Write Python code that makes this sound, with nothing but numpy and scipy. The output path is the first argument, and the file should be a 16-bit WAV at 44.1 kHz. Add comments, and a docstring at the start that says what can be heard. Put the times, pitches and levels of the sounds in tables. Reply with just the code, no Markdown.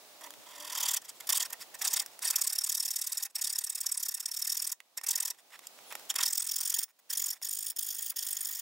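"""A hacksaw cuts thin aluminium trim on a chipboard bench outdoors, heard at many times its real speed:
pushes and pulls rattle by, some forty a second, each one an arch of tooth tone and gritty noise
ringing the modes of metal and bench, with a low thump. Around the cuts the trim slides (rubbing noise);
knocks, and sharp bites opening a few strokes, are ticks with a short crack. Behind lie far traffic and
air hiss (shaped noise), a brief drone and thin whistles, perhaps birds (sines), and a little breeze (low noise)."""
import sys
import numpy as np
from scipy import signal
from scipy.fft import rfft, irfft
from scipy.io import wavfile
from scipy.ndimage import uniform_filter1d

SR = 44100
rng = np.random.default_rng(int(sys.argv[2]) if len(sys.argv) > 2 else 0)


def master(y):
    """Save y as 16-bit WAV."""
    cut = np.clip(np.atleast_2d(y).T, -1, 1)
    pcm = np.round(cut * 32767)  # scale
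    wavfile.write(sys.argv[1], SR, pcm.astype(np.int16))


N = 379701   # length in samples

# All levels in the tables are relative: the mix sets the final balance.
# uneven strokes that start a cut, snag or trail off:
# (start [s], length [ms], level [dB], bench level over metal level [dB])
UNEVEN_STROKES = [(.207, 16, -49, 2), (.233, 20, -45, -0.5), (.257, 19, -51.5, 5),
                  (1.0141, 13.4, -49.5, -4), (1.0408, 25, -48, -7), (1.0797, 29, -42, -11),
                  (1.2, 12.3, -38.5, -3), (1.269, 11.4, -34.5, -12), (1.2897, 22.5, -24.5, -12),
                  (1.322, 14.2, -22, -16), (1.3414, 32, -27.5, -15.5), (1.3703, 13.6, -24, -14),
                  (1.3949, 23.7, -28, -12.5), (1.42, 16.5, -27.5, -15.5), (1.4457, 23.8, -36, -7.5),
                  (1.4997, 10.3, -40.5, -3), (1.5252, 12.8, -33, -4.5), (1.5952, 48, -41.5, -8.5),
                  (1.7398, 18, -42, -0.5), (1.7849, 21.4, -44, -12), (1.8111, 21.3, -29, -7.5),
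                  (1.839, 31, -28.5, -8.5), (1.869, 20.7, -25.5, -18), (1.898, 30.3, -34, -13),
                  (1.9287, 20.8, -24.5, -15.5), (1.957, 27.3, -26, -13), (1.9905, 20, -26.5, -15),
                  (2.013, 18, -38.5, -6.5), (2.216, 26, -33.5, -8.5), (2.2415, 29.7, -29, -13),
                  (2.2676, 29.7, -28, -15), (3.2472, 22.6, -35, -11.5), (4.9709, 16.8, -35, -4),
                  (5.0346, 13, -32, -7), (6.0942, 22.4, -28, -12), (6.154, 15.6, -26.5, -9),
                  (6.1815, 14, -29.5, -1.5), (6.2013, 20, -28, -9), (6.2256, 19, -25.5, -15),
                  (6.252, 21.5, -25, -18.4), (7.0961, 24, -30.5, -13.5), (7.3202, 25, -38.5, -16),
                  (7.7603, 16.2, -35.5, -18), (8.1131, 13, -44, -4), (8.1589, 21, -32, -15)]
# bouts of steady sawing, one curve each, read at every push-pull cycle:
# (start of a push [s], cycle number, push [ms], pull [ms], push level [dB], pull level [dB], bench level [dB])
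SAWING_BOUTS = [
    [(.4573, 0, 24.4, 17, -54, -51, -52.5), (.5488, 2, 23, 20, -46, -48.5, -50.5),
     (.6426, 4, 18, 23, -40, -38, -45), (.7445, 6, 23, 22, -34, -31, -41),
     (.8503, 8, 21.8, 24, -27.5, -28, -38.5), (.9606, 10, 19.2, 21, -26.5, -25.5, -42)],
    [(2.3, 0, 16.5, 27, -23, -37.5, -40.5), (2.4105, 2, 15.8, 27, -25, -34.5, -45),
     (2.5231, 4, 18, 24, -28, -35, -47.5), (2.6355, 6, 18, 23, -27, -34, -48),
     (2.795, 9, 20.8, 22, -28.5, -33.5, -49.5), (2.9564, 12, 18, 24, -28.5, -36, -50.5),
     (3.064, 14, 20, 30, -29.5, -42.5, -52.5), (3.2228, 17, 19.2, 25, -30.5, -39, -48.5)],
    [(3.3502, 0, 21.6, 24, -29, -38, -46), (3.4104, 1, 20, 23, -27.5, -29, -48.5),
     (3.523, 3, 17.1, 26, -29.5, -36, -50.5), (3.6935, 6, 16.7, 26, -31, -42.5, -53.5),
     (3.858, 9, 17.8, 25, -30.5, -39, -50), (4.0255, 12, 15.8, 24, -27.5, -34, -52),
     (4.196, 15, 18, 26, -32.5, -43.5, -52), (4.255, 16, 12, 23.8, -30.5, -40, -48.5),
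     (4.31, 17, 18, 22, -32.5, -35.5, -53), (4.4673, 20, 18, 21, -29, -32, -48),
     (4.7156, 25, 16.7, 19, -28.5, -37, -49.5)],
    [(5.063, 0, 15.03, 16.6, -30.5, -27, -41.5), (5.1041, 1, 15.9, 18, -24, -34.5, -45),
     (5.2001, 3, 11.6, 19, -26.5, -34, -44.5), (5.2991, 5, 16.6, 23, -30, -35, -47)],
    [(6.2754, 0, 17.6, 22, -25.5, -36, -48), (6.3727, 2, 14.4, 20, -26, -31, -49),
     (6.51, 5, 15.8, 20, -27.5, -34, -49), (6.6493, 8, 17.1, 19, -25, -32.5, -46.5),
     (6.8267, 12, 17, 20, -26.5, -34.5, -47.5)],
    [(7.124, 0, 19.7, 18, -27.5, -34.5, -48), (7.1702, 1, 16.5, 18, -29, -31, -50),
     (7.3001, 4, 17.7, 21, -28.5, -35.5, -51.5)],
    [(7.4211, 0, 19.5, 16, -32.5, -31, -51), (7.504, 2, 18.2, 16, -32, -34, -55.5),
     (7.6238, 5, 13, 18, -32.5, -38.5, -54), (7.6972, 7, 14.8, 17, -29.5, -32, -55)],
    [(7.7846, 0, 15.2, 16.5, -28.5, -36, -53.5), (7.8611, 2, 17.4, 17.5, -32, -34, -55),
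     (7.9804, 5, 19.8, 18, -33, -41.5, -51.5), (8.094, 8, 15.7, 17, -29.5, -32, -58)],
    [(8.1816, 0, 21, 19.5, -32.5, -39, -51), (8.263, 2, 15.9, 17, -29.5, -33, -51),
     (8.3834, 5, 17.6, 17, -36, -29, -50), (8.5066, 8, 14.5, 22, -32, -39.5, -50.5),
     (8.5842, 10, 22, 23, -32, -37, -55.5)],
]
# how the cut changes: (time [s], depth of cut [0-2], reach = top tooth rate x stroke length [teeth],
# treble level [dB], thump level [dB])
CUT_PROGRESS = [(0, 0.15, 115, -6, -3), (.55, 0.13, 117, 3.5, 8), (.9, 0.38, 146, 2.5, -8.5),
                (1.4, 0.55, 132, 2.5, -9), (2.1, 0.74, 140, 3, -6), (2.6, 0.94, 130, -3, -6),
                (3.3, 1, 133.4, -1.5, -3.5), (4.1, 1.03, 136, -0.5, 1), (4.7, 1.17, 138, 0, -9.5),
                (5.2, 0.75, 102.6, 0.5, -11), (6.22, 0.5, 78, 1.5, -8.5), (6.3, 1.1, 145, 4.5, -10.5),
                (6.8, 1.88, 153, .5, -8), (7.3, 1.56, 146, -1, -4), (7.8, 2.03, 149, -4.5, 0.5),
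                (8.61, 2, 175, -3, -1.5)]
# trim sliding on the bench: (start [s], length [ms], level [dB], bench level over metal level [dB])
TRIM_SLIDES = [(.41, 45, -61, -5), (1.14, 45, -56, -15), (1.216, 40, -53, -4), (2.07, 26, -63, -1),
               (2.1, 69, -57.5, -9), (3.295, 21, -57, -13), (5.33, 30, -61, -5), (5.374, 37, -53.5, -9.5),
               (5.5, 20, -57, -3), (5.512, 63, -54, 2.5), (5.61, 68, -57, -3), (5.9, 43, -47.5, 4),
               (6.87, 54, -62, -6.5), (6.987, 18, -58.5, -10), (7.345, 40, -55, -5.5), (7.72, 15, -56, -8),
               (8.133, 18, -58, -7)]
# knocks of trim and blade, and sharp bites opening a few saw strokes:
# (time [s], level [dB], bench level over metal level [dB])
KNOCKS_AND_BITES = [(0.3053, -35, -8), (0.3382, -40, -5), (1.2912, -17.5, -15), (1.8151, -30, -3),
                    (2.0612, -28.5, -11), (2.1913, -32, -15.5), (4.803, -44, 6), (4.975, -26.5, -32.5),
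                    (5.013, -36, -5), (5.5915, -39, -1.5), (5.6697, -29.5, -39), (5.789, -50, 5),
                    (5.904, -41, -13), (5.9244, -30.5, -4), (5.9526, -25, -4), (5.996, -42.5, -4),
                    (6.0528, -44, -12), (6.1415, -31, -11), (6.9659, -64, -12), (7.416, -40, -3),
                    (7.7173, -36, -18)]
# modes of trim, blade and frame:
# (frequency [Hz], width [Hz], level in a shallow [dB], a middling [dB] and a deep cut [dB])
METAL_MODES = [(3306, 354, 2, -13, -2), (3748, 99, -7, -8, -14.5), (4660, 195, -6.5, -8, -3),
               (5426, 185, -8, 2, 3), (6025, 187, -8.5, -5, -4), (6878, 320, -6.5, -2, 3),
               (7310, 310, -2, -3.5, -33), (7950, 980, -11, -0.5, -13), (9010, 670, -11, -3, 1.5),
               (10020, 1320, -7, -6.5, -2), (11800, 1400, -13.5, -5, -2.5), (12560, 890, -5, -5.5, -1),
               (14230, 380, -17.5, -2.5, 1), (15570, 1310, -19, -7, 4)]
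# modes of the bench top:
# (frequency [Hz], width [Hz], level in a shallow [dB], a middling [dB] and a deep cut [dB])
BENCH_MODES = [(660, 170, -6, -17.5, -35.5), (824, 72, -2, -11, -17.5), (986, 79, 11, -7, -12),
               (1290, 640, -2, -8.5, -11), (1853, 104, 3.5, -1, -3.5), (2070, 110, -2.5, -5.5, -8.5),
               (2640, 220, -6.5, -7.5, -15)]
# shared level of traffic and hiss: (time [s], level [dB])
BACKGROUND_LEVEL = [(0, -59), (.45, -58), (1.0, -63), (1.25, -58.5), (2.15, -59.5), (2.45, -67.5),
                    (3.3, -74), (4.75, -75.5), (4.95, -71.5), (5.36, -69.5), (5.5, -66), (5.7, -60.5),
                    (6.0, -55), (6.3, -66), (6.9, -79.5), (7.08, -70.5), (7.4, -72.5), (8.61, -70)]
# colour of the far traffic: (frequency [Hz], spectral level [dB])
TRAFFIC_SPECTRUM = [(30, -56), (110, -24.5), (230, -16), (450, -10.5), (700, -6), (1300, -13.5),
                    (2500, -55), (5000, -20)]
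# colour of the air hiss: (frequency [Hz], spectral level [dB])
HISS_SPECTRUM = [(80, -79.5), (500, -28), (1500, 4.5), (4000, 6), (8000, 0), (12000, -5.5), (14500, -17),
                 (15500, 6.5)]
# a far drone, perhaps an engine: (time [s], level [dB])
DRONE_LEVEL = [(0, -69), (.1, -70), (.28, -58.5), (.4, -69), (.54, -68), (.62, -53.5), (.72, -65),
               (.8, -95)]
# thin whistles, perhaps birds: (start [s], length [s], from pitch [Hz], to pitch [Hz], level [dB])
BIRD_WHISTLES = [(.04, .1, 8300, 8270, -68), (.38, .07, 8300, 8300, -68), (1.15, .06, 8350, 8300, -68),
                 (5.83, .08, 2900, 3600, -64), (5.855, .09, 9950, 10800, -55), (7.33, .07, 8300, 8300, -70)]
# a light breeze on the microphone ports: (time [s], level [dB])
BREEZE_LEVEL = [(0, -92), (.28, -88), (.4, -67), (.9, -81), (1.05, -80), (1.4, -76), (1.8, -74),
                (1.87, -62), (1.92, -92), (2.4, -100), (8.61, -100)]

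UNEVEN_DB, UNEVEN_REACH = 1.2, .12   # stroke-to-stroke chance in level [dB] and in reach [share]
TOOTH_TONE_DB = 1.0   # tooth tone against grit
CATCH_DB, CATCH_SPREAD_DB = 3.5, 5.5   # catch of the teeth: level over its stroke, and spread of chance
THUMP_SHARPNESS = 1.282   # exponent: the thump grows faster than the pressure
REGRIP_S = 5.5   # the trim is turned and held down harder
REGRIP_DEPTH = 0.84   # from then on the bench mode levels follow at least this depth of cut
HISS_OVER_TRAFFIC_DB = 5
DRONE_HZ, DRONE_WAVER = 299, .02   # lower line, and wavering as a share of the pitch
CUTOFF_HZ = 15780


def strokes():
    """All strokes in order; in a bout the time left by push and pull is shared by both turns, ending on a push."""
    rows = list(UNEVEN_STROKES)
    for bout in SAWING_BOUTS:
        s, cycle, *columns = np.transpose(bout)
        every_cycle = np.arange(round(cycle[-1]) + 1)
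        s, push_ms, pull_ms, push_db, pull_db, bench_db = (
            np.interp(every_cycle, np.round(cycle), c) for c in [s] + columns)
        push_db = push_db + UNEVEN_DB * rng.standard_normal(len(s))
        pull_db = pull_db + UNEVEN_DB * rng.standard_normal(len(s))
        pull_s = (s[:-1] + s[1:] + (push_ms - pull_ms)[:-1] / 1000) / 2
        rows += list(zip(s, push_ms, push_db, bench_db - push_db))
        rows += list(zip(pull_s, pull_ms, pull_db, bench_db - pull_db))   # drops the pull after the last push
    return sorted(rows)


def gestures(rows, steep, spill):
    """Pressure on metal and bench, swelling fast, dying slower and spilling past its ends; blade speed 0-1."""
    metal, bench, speed = np.zeros(N), np.zeros(N), np.zeros(N)
    for s, ms, db, share_db in rows:
        a, n = round(s * SR), round(ms / 1000 * SR)
        extra = round(spill * n)
        at = np.arange(max(a - extra, 0), min(a + n + extra, N))
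        u = (at - a) / n   # place in the gesture, 0-1
        swell = np.exp(-np.abs((u - .45) / np.where(u < .45, .33, .4)) ** steep)
        metal[at] += from_db(db) * swell
        bench[at] += from_db(db + share_db) * swell
        speed[a:a + n] = np.sin(np.pi * (.12 + 0.88 * np.arange(n)[:N - a] / n))
    return metal, bench, speed


def teeth(rows, speed, reach):
    """One bite per tooth: the pitch follows blade speed, higher for quicker and longer-reaching strokes."""
    strokes_per_s = np.zeros(N)
    for (s, ms, *_), chance in zip(rows, rng.standard_normal(len(rows))):
        strokes_per_s[round(s * SR):] = (1 + UNEVEN_REACH * chance) / (ms / 1000)
    tooth_hz = reach * strokes_per_s * speed * (1 + 0.077 * wobble(1182.3))
    phase = 2 * np.pi * np.cumsum(tooth_hz) / SR
    tone = np.sin(phase) + 0.8 * np.sin(2 * phase)
    return tone * from_db(2.6 * wobble(360))


def grit(snag_db, burr_db):
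    """Chips tearing: noise whose strength jumps from snag to snag, with lone sharp burrs; rms 1."""
    burrs = (rng.random(N) < 400 / SR) * rng.standard_normal(N) * from_db(burr_db)   # some 400 a second
    strength = from_db(snag_db * wobble(700) + 2.5 * wobble(130))
    return rms_one(rng.standard_normal(N) * strength + burrs)


def catches(rows):
    """In every stroke the teeth catch once with a crack, harder or softer, somewhere in the first half."""
    out, t = np.zeros(N + 400), np.arange(400) / SR
    for (s, ms, db, _), (place, chance) in zip(rows, rng.random((len(rows), 2))):
        a = round((s + ms / 1000 * (.15 + .35 * place)) * SR)
        level_db = db + CATCH_DB + CATCH_SPREAD_DB * np.log(chance + .01)
        out[a:a + 400] += from_db(level_db) * rng.standard_normal(400) * np.exp(-t / 0.0018)
    return out[:N]


def knocks_and_bites():
    """A sharp tick and a short crack of noise each, as forces on metal and on bench."""
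    metal, bench, t = np.zeros(N), np.zeros(N), np.arange(400) / SR
    for s, db, share_db in KNOCKS_AND_BITES:
        a = round(s * SR)
        crack = rng.standard_normal(400) * np.exp(-t / 0.0017)
        crack[0] = 2.7   # the tick
        metal[a:a + 400] += from_db(db) * crack
        bench[a:a + 400] += from_db(db + share_db) * crack
    return metal, bench


def resonate(x, hz, width_hz):
    """Two-pole resonance with gain 1 on top."""
    r = np.exp(-np.pi * width_hz / SR)
    feedback = [1, -2 * r * np.cos(2 * np.pi * hz / SR), r * r]
    return signal.lfilter((1 - r * r) / 2 * np.array([1, 0, -1]), feedback, x)


def body(force, rasp, modes, depth, vary_db, between_db, low_hz):
    """Parallel modes, driven unevenly as the contact moves, over the broad contact rasp; unit gain for noise."""
    out = from_db(between_db) * filtered(rasp, 2, low_hz, "high")
    power = from_db(2 * between_db)
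    for k, (hz, width_hz, *dbs) in enumerate(modes):
        gain = from_db(np.interp(depth, [0, 1, 2], dbs))
        drive = force * gain * from_db(vary_db * wobble(40))
        out += (-1) ** k * resonate(drive, hz, width_hz)   # alternating signs
        power = power + gain ** 2 * np.pi * width_hz / SR
    return out / np.sqrt(power)


def metal_ring(saw, bite, slide, rub, crack, depth, bright_db):
    """Trim, blade and frame ring under sawing, sliding and cracks; the treble level moves with the cut."""
    force = from_db(-2) * saw * (grit(snag_db=2, burr_db=19.5) + bite) + slide * rub + crack
    rasp = from_db(4.5) * saw * (grit(snag_db=2.5, burr_db=22.0) + bite) + slide * rub + from_db(6.5) * crack
    metal = body(force, rasp, METAL_MODES, depth, vary_db=1.5, between_db=-17, low_hz=4800)
    treble = filtered(metal, 4, 11000, "high")
    return metal + (from_db(bright_db) - 1) * treble


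def bench_ring(saw_bench, handling, depth):
    """Sawing pressure shakes noise out of the bench modes; slides and cracks add a dry, broad scuff."""
    # the heavy board follows sluggishly: pressure averaged over 17 ms and a little late
    sluggish = uniform_filter1d(saw_bench, round(0.017 * SR), origin=100)
    push = from_db(1) * sluggish * rng.standard_normal(N)
    held = np.where(np.arange(N) < REGRIP_S * SR, depth, np.maximum(depth, REGRIP_DEPTH))
    scuff = filtered(handling, 2, [900, 2900], "band")
    force = push + from_db(-11.5) * handling
    ring = body(force, push, BENCH_MODES, held, vary_db=3.0, between_db=-20, low_hz=496)
    return from_db(10.5) * scuff + ring


def thump(saw, thump_db):
    """Each stroke shakes the bench: a short low thump of noise, mostly alike in both ears."""
    shake = saw ** THUMP_SHARPNESS * from_db(thump_db + 3.5 * wobble(60)) * rng.standard_normal((2, N))
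    alike, opposite = filtered(shake, 1, [20, 450], "band")
    return from_db(-11.5) * alike + from_db(-24) * opposite * [[1], [-1]]


def bench_work():
    """Saw, slides, knocks and bites share the modes of metal and bench; the bench sounds more on the right."""
    depth, reach, bright_db, thump_db = in_time(CUT_PROGRESS)
    rows = strokes()
    saw, saw_bench, speed = gestures(rows, steep=1.86, spill=0.64)
    slide, slide_bench, _ = gestures(TRIM_SLIDES, steep=6.9, spill=0.12)
    crack, crack_bench = knocks_and_bites()
    crack = crack + catches(rows)
    rub = grit(snag_db=2.5, burr_db=5)
    bite = from_db(TOOTH_TONE_DB) * teeth(rows, speed, reach)
    metal = metal_ring(saw, bite, slide, rub, crack, depth, bright_db)
    bench = bench_ring(saw_bench, slide_bench * rub + crack_bench, depth)
    return metal * from_db([[-.4], [.4]]) + bench * from_db([[-3.2], [2.4]]) + thump(saw, thump_db)


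def yard(x, decay_s, wet_db, dull_hz):
    """A short scatter of dull echoes, other ones for each ear."""
    t = np.arange(round(.07 * SR)) / SR
    tail = rng.standard_normal((2, len(t))) * np.exp(-t / decay_s)
    tail = signal.lfilter(*signal.butter(1, dull_hz, fs=SR), tail)
    tail = tail / np.sqrt(np.sum(tail ** 2) / 2)
    return from_db(wet_db) * signal.fftconvolve(x, tail, axes=1)[:, :N]


def whistles():
    """Thin gliding sines with a slight flutter of pitch, alike in both ears."""
    out = np.zeros(N)
    for s, length, from_hz, to_hz, db in BIRD_WHISTLES:
        a, n = round(s * SR), round(length * SR)
        hz = np.linspace(from_hz, to_hz, n) * (1 + 0.0065 * wobble(400)[:n])
        tone = np.sin(2 * np.pi * np.cumsum(hz) / SR)
        out[a:a + n] += from_db(db) * np.hanning(n) ** .5 * tone
    return out


def drone():
    """Two wavering lines an octave apart, the upper one stronger."""
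    level_db, = in_time(DRONE_LEVEL)
    phase = 2 * np.pi * np.cumsum(DRONE_HZ * (1 + DRONE_WAVER * wobble(16.6))) / SR
    return from_db(level_db) * (0.41 * np.sin(phase) + np.sin(2 * phase))


def traffic_and_hiss():
    """Shaped noise under one level curve: traffic mostly alike in both ears, stronger right; hiss unlike."""
    level_db, = in_time(BACKGROUND_LEVEL)
    traffic = coloured(TRAFFIC_SPECTRUM) * from_db([[-2.5], [2.5]])
    traffic = traffic + 0.26 * coloured(TRAFFIC_SPECTRUM) * [[1], [-1]]
    hiss = np.array([coloured(HISS_SPECTRUM), coloured(HISS_SPECTRUM)])
    return from_db(level_db) * traffic + from_db(level_db + HISS_OVER_TRAFFIC_DB) * hiss


def breeze():
    """Lumpy low noise on the microphone ports, opposite in the two ears."""
    level_db, = in_time(BREEZE_LEVEL)
    low = rms_one(filtered(rng.standard_normal(N), 2, [70, 320], "band"))
    return from_db(level_db + 4.0 * wobble(20)) * low * np.array([[1], [-1]])


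def from_db(db):
    """Gain of a level."""
    return 10 ** (np.asarray(db) / 20)


def rms_one(x):
    """Scaled to unit rms."""
    return x / np.sqrt(np.mean(x ** 2) + 1e-20)


def filtered(x, order, hz, kind):
    """Butterworth filter."""
    return signal.sosfilt(signal.butter(order, hz, kind, fs=SR, output="sos"), x)


def in_time(rows):
    """Columns of a curve, per sample."""
    s, *columns = np.transpose(rows)
    return [np.interp(np.arange(N) / SR, s, c) for c in columns]


def coloured(spectrum):
    """Noise of the given spectrum, joined up along log frequency; rms 1."""
    hz = np.maximum(np.fft.rfftfreq(N, 1 / SR), 1)
    at, db = np.transpose(spectrum)
    gain = from_db(np.interp(np.log(hz), np.log(at), db))
    return rms_one(irfft(rfft(rng.standard_normal(N)) * gain, N))


def wobble(rate_hz):
    """Random wandering, noise kept below the given rate; rms 1."""
    return rms_one(filtered(rng.standard_normal(N), 2, rate_hz, "low"))


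def scene():
    """Bench work with its echoes, over the outdoor background."""
    work = bench_work()
    echoes = yard(work, decay_s=0.014, wet_db=-19.0, dull_hz=8000)
    return work + echoes + whistles() + drone() + traffic_and_hiss() + breeze()


def record(dry):
    """The top is cut steeply by an elliptic low-pass."""
    return signal.sosfilt(signal.ellip(12, .5, 65, CUTOFF_HZ, fs=SR, output="sos"), dry)


dry = scene()
out = record(dry)
master(out)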